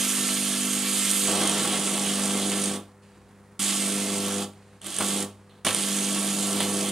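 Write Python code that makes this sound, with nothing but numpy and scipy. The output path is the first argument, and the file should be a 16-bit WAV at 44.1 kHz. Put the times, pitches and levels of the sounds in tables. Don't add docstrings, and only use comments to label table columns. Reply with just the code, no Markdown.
import sys
import numpy as np
from scipy import signal
from scipy.fft import rfft, irfft
from scipy.io import wavfile
from scipy.ndimage import uniform_filter1d

SR = 44100
rng = np.random.default_rng(int(sys.argv[2]) if len(sys.argv) > 2 else 0)


def persist_wave(psi):
    counts = np.round(np.clip(psi, -1, 1) * 32767).astype(np.int16)
    wavfile.write(sys.argv[1], SR, np.atleast_2d(counts).T)


def field_ratio(decibels):
    return 10 ** (np.asarray(decibels, dtype=float) / 20)


N = 304731
T, HZ = np.arange(N) / SR, np.fft.rfftfreq(N, 1 / SR)
MAINS_HZ = 49.86
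TURN = 2 * np.pi * MAINS_HZ * T - 1.96
BUZZ_FALL_DB_S = 211

# (strike [s], break [s], one-sidedness of the current [dB], fine fizz [dB])
BURNS = [
    (0, 2.765, -13, -16),
    (3.592, 4.436, -15, -14),
    (4.812, 5.233, -17, -13),
    (5.647, 6.897, -17, -13),
]


def buzz():
    # (harmonic [multiple of mains], index of its drive [0-3], level [dB])
    harmonics = [(2, 3, 1.5), (3, 1, -17), (4, 0, 0.5), (5, 1, 2), (6, 0, -9), (7, 1, -19.5), (8, 2, -3),
                 (9, 1, -30), (10, 2, -3), (12, 2, -20.5), (13, 2, -16.5), (14, 2, -11.5), (18, 2, -23.5)]
    on, after, current_db, _, length, odd_db, _ = arc()
    touch_s, lift_s = 0.83, 0.3
    touch = np.clip(1 - (T - touch_s) / lift_s, 0, 1)

    odd_drive_db = odd_db + 10 * touch
    long_db = -19 + 16 * length
    second_db = -33 + 21.5 * length ** 1.9 - 16 * touch
    second_fall_db_s = 26
    second_db = second_db + (BUZZ_FALL_DB_S - second_fall_db_s) * after
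    drives_db = [0 * T, odd_drive_db, long_db, second_db]
    waver = 1 + 0.06 * drift(27)
    wander_db = (0.12, 0.8, 0.95, 0.65)
    drives_db = [db + wander * drift(2.5) for db, wander in zip(drives_db, wander_db)]

    lag = 1.3
    wave = 0 * T
    for k, which, db in harmonics:
        wave += field_ratio(db + drives_db[which]) * np.cos(k * TURN - lag * (k > 4))

    inrush_db, inrush_t60 = -53.5, 0.55
    inrush = bursts([(strike, inrush_db, inrush_t60) for strike, *_ in BURNS[1:]], 0.02)
    jolt = field_ratio(inrush) * np.cos(2 * TURN)
    level = on * field_ratio(current_db - BUZZ_FALL_DB_S * after)
    return -np.sqrt(2) * (level * waver * wave + jolt)


def hiss():
    # (frequency [Hz], level [dB per Hz])
    sizzle_tone = [(3000, -26.5), (4500, -5.5), (5700, -5.5), (6700, 0), (7300, -1.5), (8300, 2),
                   (9600, 1.5), (10500, -2.5), (11400, -29.5)]
    fizz_tone = [(10000, -29.5), (11000, 4.5), (12500, 0.5), (13200, -5), (14900, -32), (15700, -35.5)]
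    steam_tone = [(760, -17.5), (1300, -7), (1370, -1.5), (1450, -15), (1530, -6), (2200, -7.5), (3230, 2),
                  (3970, -3), (5500, -10.5), (7150, -26.5), (12100, -120)]
    roar_tone = [(60, -50.5), (140, -7.5), (170, 5), (330, -2), (600, -2), (1000, -5), (1500, -9),
                 (2000, -24.5)]
    # (frequency [Hz], width [Hz], level [dB])
    slab_modes = [(321, 32.5, 3), (425.6, 16, -1.5), (566, 22, -1.5), (650, 14, 1.5), (723, 16, 0),
                  (819, 9.8, -2), (898, 27, -1.5), (1137, 57, -0.5), (1347.6, 25, -5), (1773, 40, -4),
                  (2096.5, 27, 10.5), (2317, 20, 5), (2650, 40, -11), (3350, 170, -20.5)]
    # (time [s], roar peak [dB], steam peak [dB], t60 [s])
    flares = [(1.275, -33.5, -33.5, 4.3), (1.41, -35, -42, 0.49), (1.545, -42, -31.5, .6),
              (1.64, -36, -39, 1.3), (1.715, -51, -38, 0.34), (4.865, -47, -62, .4),
              (5.0, -26.5, -33, 0.22), (5.663, -28, -27, 0.17), (6.599, -31, -28.5, 0.17),
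              (6.63, -39, -44, 0.57)]
    flare_rise_s = 0.0061

    on, after, current_db, boil_db, length, _, fizz_db = arc()
    burst_s = 1.27
    shut = np.clip((burst_s - T) / 0.02, 0, 1)
    snap_db, snap_s, fall_db_s = -3.5, 0.018, 339
    fall_db = snap_db * np.minimum(after / snap_s, 1) - fall_db_s * after
    roar_fall_db = -BUZZ_FALL_DB_S * after

    uneven = 0.42
    throb_db = 2 + 2 * length * (1 - shut)
    throb_db = throb_db * np.clip(1 + uneven * drift(20.0), 0, 3)
    current = -0.5 * np.cos(2 * TURN) + 0.33 * np.cos(TURN - 2.1) - 0.35 * np.cos(4 * TURN)
    throb_db = throb_db * current

    roar_db = -47 + 7.5 * length + 0.51 * (current_db + 35) - 3.5 * shut
    roar_flare_db = bursts([(s, db, t60) for s, db, _, t60 in flares], flare_rise_s)
    roar = np.hypot(field_ratio(roar_db + roar_fall_db), field_ratio(roar_flare_db + roar_fall_db))
    steam_db = -35 + 0.76 * (boil_db + 31)
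    steam_flare_db = bursts([(s, db, t60) for s, _, db, t60 in flares], flare_rise_s)
    steam = np.hypot(field_ratio(steam_db + fall_db), field_ratio(steam_flare_db + fall_db))
    boil = field_ratio(boil_db + fall_db)
    fizz = field_ratio(fizz_db + 5 * shut + 0.68 * throb_db)

    slab = 0.39 + sum(field_ratio(db) / (1 + (2 * (HZ - hz) / width) ** 2) for hz, width, db in slab_modes)
    out = crackle(field_ratio(read(sizzle_tone)), 230, 9.7, 0.053, 0.89) * boil * field_ratio(throb_db)
    out += crackle(field_ratio(read(fizz_tone)), 296, 4.9, 0.2, 0.73) * boil * fizz
    out += crackle(field_ratio(read(steam_tone)) * slab ** 0.51, 300, 4.0, 0.04, 0.94) * steam * field_ratio(0.33 * throb_db)
    flutter = field_ratio(2.0 - 1.1 * np.cos(4 * TURN))
    out += crackle(field_ratio(read(roar_tone)) * slab, 100, 3.2, 0.14, 0.74) * roar * flutter
    return out * on


def arc():
    # (time [s], current [dB], juice boiling [dB], arc length [0-1])
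    course = [
        [(0.1, -36, -28.5, 0.6), (.7, -35.5, -31, 0.52), (1.19, -35, -26.5, 0.55), (1.32, -32.5, -29.5, .9),
         (1.9, -34.5, -31, 0.63), (2.25, -30.5, -30.5, 0.72), (2.4, -31.5, -32, 0.77), (2.66, -32.5, -32, 0.81),
         (2.76, -35.5, -40, 0.91)],
        [(3.59, -36.5, -29, 0), (3.69, -35, -28, 0.2), (3.9, -32, -31.5, 0.55), (4.05, -33, -33.5, 0.7),
         (4.22, -33.5, -33, 0.95), (4.42, -34, -36, .95)],
        [(4.812, -65, -60, .4), (4.86, -46, -41.5, 0.6), (4.95, -57, -37, 1.07), (5.02, -34, -34, 1),
         (5.07, -34, -31, 0.67), (5.17, -32, -32, 0.7), (5.24, -34, -36, 0.93)],
        [(5.647, -39, -28, 1), (5.715, -43.5, -34, 1.2), (5.79, -36, -31, 0.62), (5.94, -32.5, -31, 0.42),
         (6.3, -31.5, -32, 0.46), (6.6, -31, -32, 0.88), (6.88, -33, -34, 0.78)],
    ]
    burn = np.searchsorted(np.transpose(BURNS)[0], T, "right") - 1
    strike, end, odd_db, fizz_db = np.transpose(BURNS)[:, burn]
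    s, *curves = np.transpose(np.concatenate(course))
    held = np.minimum(T, end)
    on = np.clip((T - strike) / 0.0023 + (strike == 0), 0, 1)
    return on, T - held, *[np.interp(held, s, c) for c in curves], odd_db, fizz_db


def patchy(x, patchy_db=1.0):
    hz, t, z = signal.stft(x, SR, nperseg=256)
    field = rng.standard_normal((len(t), len(hz))).T
    field = uniform_filter1d(field, size=5, axis=0)
    field = evened(uniform_filter1d(field, size=30, axis=1))
    return signal.istft(z * field_ratio(patchy_db * field), SR, nperseg=256)[1][:, :N]


def pops():
    # (time [s], peak [dB], low body relative to peak [dB], ring t60 [s])
    skin_pops = [(1.1134, -15, -21, 0.0091), (1.2546, -24, -10, 0.0091), (1.4161, -23, -10, 0.0097),
                 (1.457, -19, -20, 0.0086), (1.475, -20.5, -27, 0.012), (1.4955, -15.5, -30, 0.009),
                 (1.5175, -34.5, -12.5, 0.016), (1.6498, -24, -3, 0.0081), (1.9776, -20, -17, 0.01),
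                 (2.5173, -21.5, -8, 0.01), (2.6188, -25, -24, 0.0094), (2.6399, -20, -18.5, 0.01),
                 (4.5346, -52, -11, 0.01), (4.816, -35, -25, 0.01), (4.8436, -33, -19, 0.013),
                 (4.8656, -27, -17, 0.016), (4.9658, -21, -25, 0.0088), (4.9858, -21.5, -16, 0.015),
                 (5.0064, -29, 0, 0.024), (5.4959, -62, -6, 0.0075), (5.6494, -21, -7, 0.014),
                 (5.6666, -16, -2.5, 0.0063), (5.6894, -20.5, -4, 0.0075), (5.708, -21.5, -5, 0.01),
                 (5.7292, -23, -15, 0.013), (5.747, -6, -21, 0.0047), (5.7633, -23.5, -21, 0.0084),
                 (6.605, -16.5, -8, 0.0056), (6.8608, -30, -18, 0.013)]
    # (frequency [Hz], level [dB])
    crack_tone = [(1500, -32), (2800, -19), (3400, -9.5), (4500, -35), (6000, -22), (7500, -15), (9600, -3),
                  (11000, -22), (15000, -45)]
    crack, body, t = np.zeros((2, N)), np.zeros((2, N)), np.arange(4000) / SR
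    for s, db, body_db, t60 in skin_pops:
        at = round(s * SR)
        noise = rng.choice([-1., 1.], (4, len(t))) * np.minimum(t / 0.0008, 1)
        sharp = noise[:2] * field_ratio(db - 60 * t / t60)
        dull = noise[2:] * field_ratio(db + body_db - 60 * t / (4 * t60))
        crack[:, at:at + len(t)] += sharp[:, :N - at]
        body[:, at:at + len(t)] += dull[:, :N - at]
    high = evened(field_ratio(read(crack_tone)))
    low = evened(field_ratio(read([(150, -33), (500, 1.5), (2500, 2), (5000, -27.0)])))
    return field_ratio(4.5) * ports(*crack, high) + field_ratio(1.5) * ports(*body, low)


def room(x, t60=0.3, apart=0.18, dull=0.55):
    t = np.arange(SR // 2) / SR
    sign = rng.choice([-1., 1.], (3, len(t)))
    sparse = (rng.random((3, len(t))) < 0.05) * (t > 0.002)
    taps = sign * sparse * field_ratio(-60 * t / t60)
    taps = taps[0] + apart * taps[1:]
    late = np.clip(t / 0.056, 0, 1)
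    taps = (1 - late) * taps + late * signal.lfilter([1 - dull], [1, -dull], taps)
    return signal.fftconvolve(x, taps / np.linalg.norm(taps[0]), axes=1)[:, :N]


def background():
    # (harmonic [multiple of mains], level [dB rms])
    idle = [(2, -57.5), (3, -70), (4, -58), (7, -77), (8, -64.5), (10, -65.5)]
    # (time [s], level [dB], t60 [s])
    spits = [
        (2.8, -52, 0.3),
        (3.02, -62.5, 1.5),
        (4.5, -61, 0.75),
        (4.62, -66, 8.1),
        (5.3, -58, 0.18),
    ]
    # (time [s], level [dB], t60 [s])
    drop_on_rod = (5.494, -61, 0.75)
    # (frequency [Hz], level [dB per Hz])
    simmer_tone = [(1500, -22.5), (2500, -2), (3500, -7), (4500, -6), (5500, -13.5), (9000, -9),
                   (12000, -31)]
    drop_tone = [(2000, -28.5), (2900, 0), (3500, 1), (4300, 0), (5000, -25)]
    air_tone = [(15, -50), (40, -28), (62, -6), (82, -23), (150, -13), (300, -17), (500, -21),
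                (1000, -21.5), (1800, -26), (3000, -37), (5500, -40), (9800, -38.5), (11500, -45),
                (15000, -55)]
    hum = sum(-np.sqrt(2) * field_ratio(db) * np.cos(2 * np.pi * k * MAINS_HZ * T) for k, db in idle)
    simmer = crackle(field_ratio(read(simmer_tone)), 60, 5.0, 0.11, 1.2) * field_ratio(bursts(spits, 0.0067))
    simmer += crackle(field_ratio(read(drop_tone)), 200, 5.0, 0.3, 1.5) * field_ratio(bursts([drop_on_rod], 0.0015))
    air = crackle(field_ratio(read(air_tone)), 18, 3.0, 0.061, 1.2) * field_ratio(-56.5)
    burning = 1. * (arc()[1] < 0.08)
    return (hum + simmer + air) * field_ratio(-8 * uniform_filter1d(burning, size=4410))


def crackle(gain, per_s, spread_db, share, flicker_db):
    size = field_ratio(spread_db * np.minimum(rng.exponential(1, N), 5)) * (rng.random(N) < per_s / SR)
    burst = evened(signal.lfilter([1], [1, -0.96], size))
    noise = rng.standard_normal((2, N)) * (1 + share * burst)
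    a, b = noise * field_ratio(flicker_db * drift(46))
    out = ports(a, b, gain)
    return out / np.sqrt(np.mean(out.mean(0) ** 2))


def ports(a, b, gain):
    # (frequency [Hz], likeness of the ports [0-1])
    likeness = [(30, 0.46), (100, 0.95), (1000, 0.94), (2400, 0.99), (5000, 0.76), (9000, 0.84),
                (12000, 0.48)]
    # (frequency [Hz], left minus right [dB])
    balance = [(60, 0), (400, .6), (700, 1), (1300, 0), (2400, -.8), (4400, -2.5), (8000, -5.5),
               (10500, -6), (11500, -11), (15000, -13)]
    # (frequency [Hz], phase lead of the left port [rad])
    lead = [(0, 0), (2700, -.1), (6000, -.5), (10000, -.5), (11000, -1.2), (12000, -3.2), (14000, -4)]
    a, b, same = rfft(a) * gain, rfft(b) * gain, np.clip(read(likeness), 0, 1)
    left = a * np.exp(1j * read(lead)) * field_ratio(read(balance) / 2)
    right = (same * a + np.sqrt(1 - same ** 2) * b) * field_ratio(-read(balance) / 2)
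    return irfft(np.array([left, right]), N)


def bursts(rows, rise_s):
    power = 1e-12 + 0 * T
    for s, db, t60 in rows:
        rise = np.clip((T - s) / rise_s, 0, 1)
        fall_db = 60 * np.maximum(T - s - rise_s, 0) / t60
        power += rise ** 2 * field_ratio(2 * (db - fall_db))
    return 10 * np.log10(power)


def drift(hz):
    return evened(irfft(rfft(rng.standard_normal(N)) / (1 + (HZ / hz) ** 2), N))


def evened(x):
    return x / np.sqrt(np.mean(x ** 2) + 1e-20)


def read(points, hz=HZ):
    f, value = np.transpose(points)
    return np.interp(np.log(hz + 1), np.log(f + 1), value)


def scene():
    noisy = patchy(hiss()) + pops()
    return buzz() + noisy + field_ratio(-9.0) * room(noisy) + background()


def top_cut(x):
    return signal.sosfilt(signal.butter(12, 15840, fs=SR, output="sos"), x)


def record(dry):
    low_hz, edge_hz = 32, 15750
    band = (HZ < edge_hz) / (1 + (low_hz / (HZ + 1)) ** 3)
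    return top_cut(irfft(rfft(dry) * band, N))


dry = scene()
out = record(dry)
persist_wave(out)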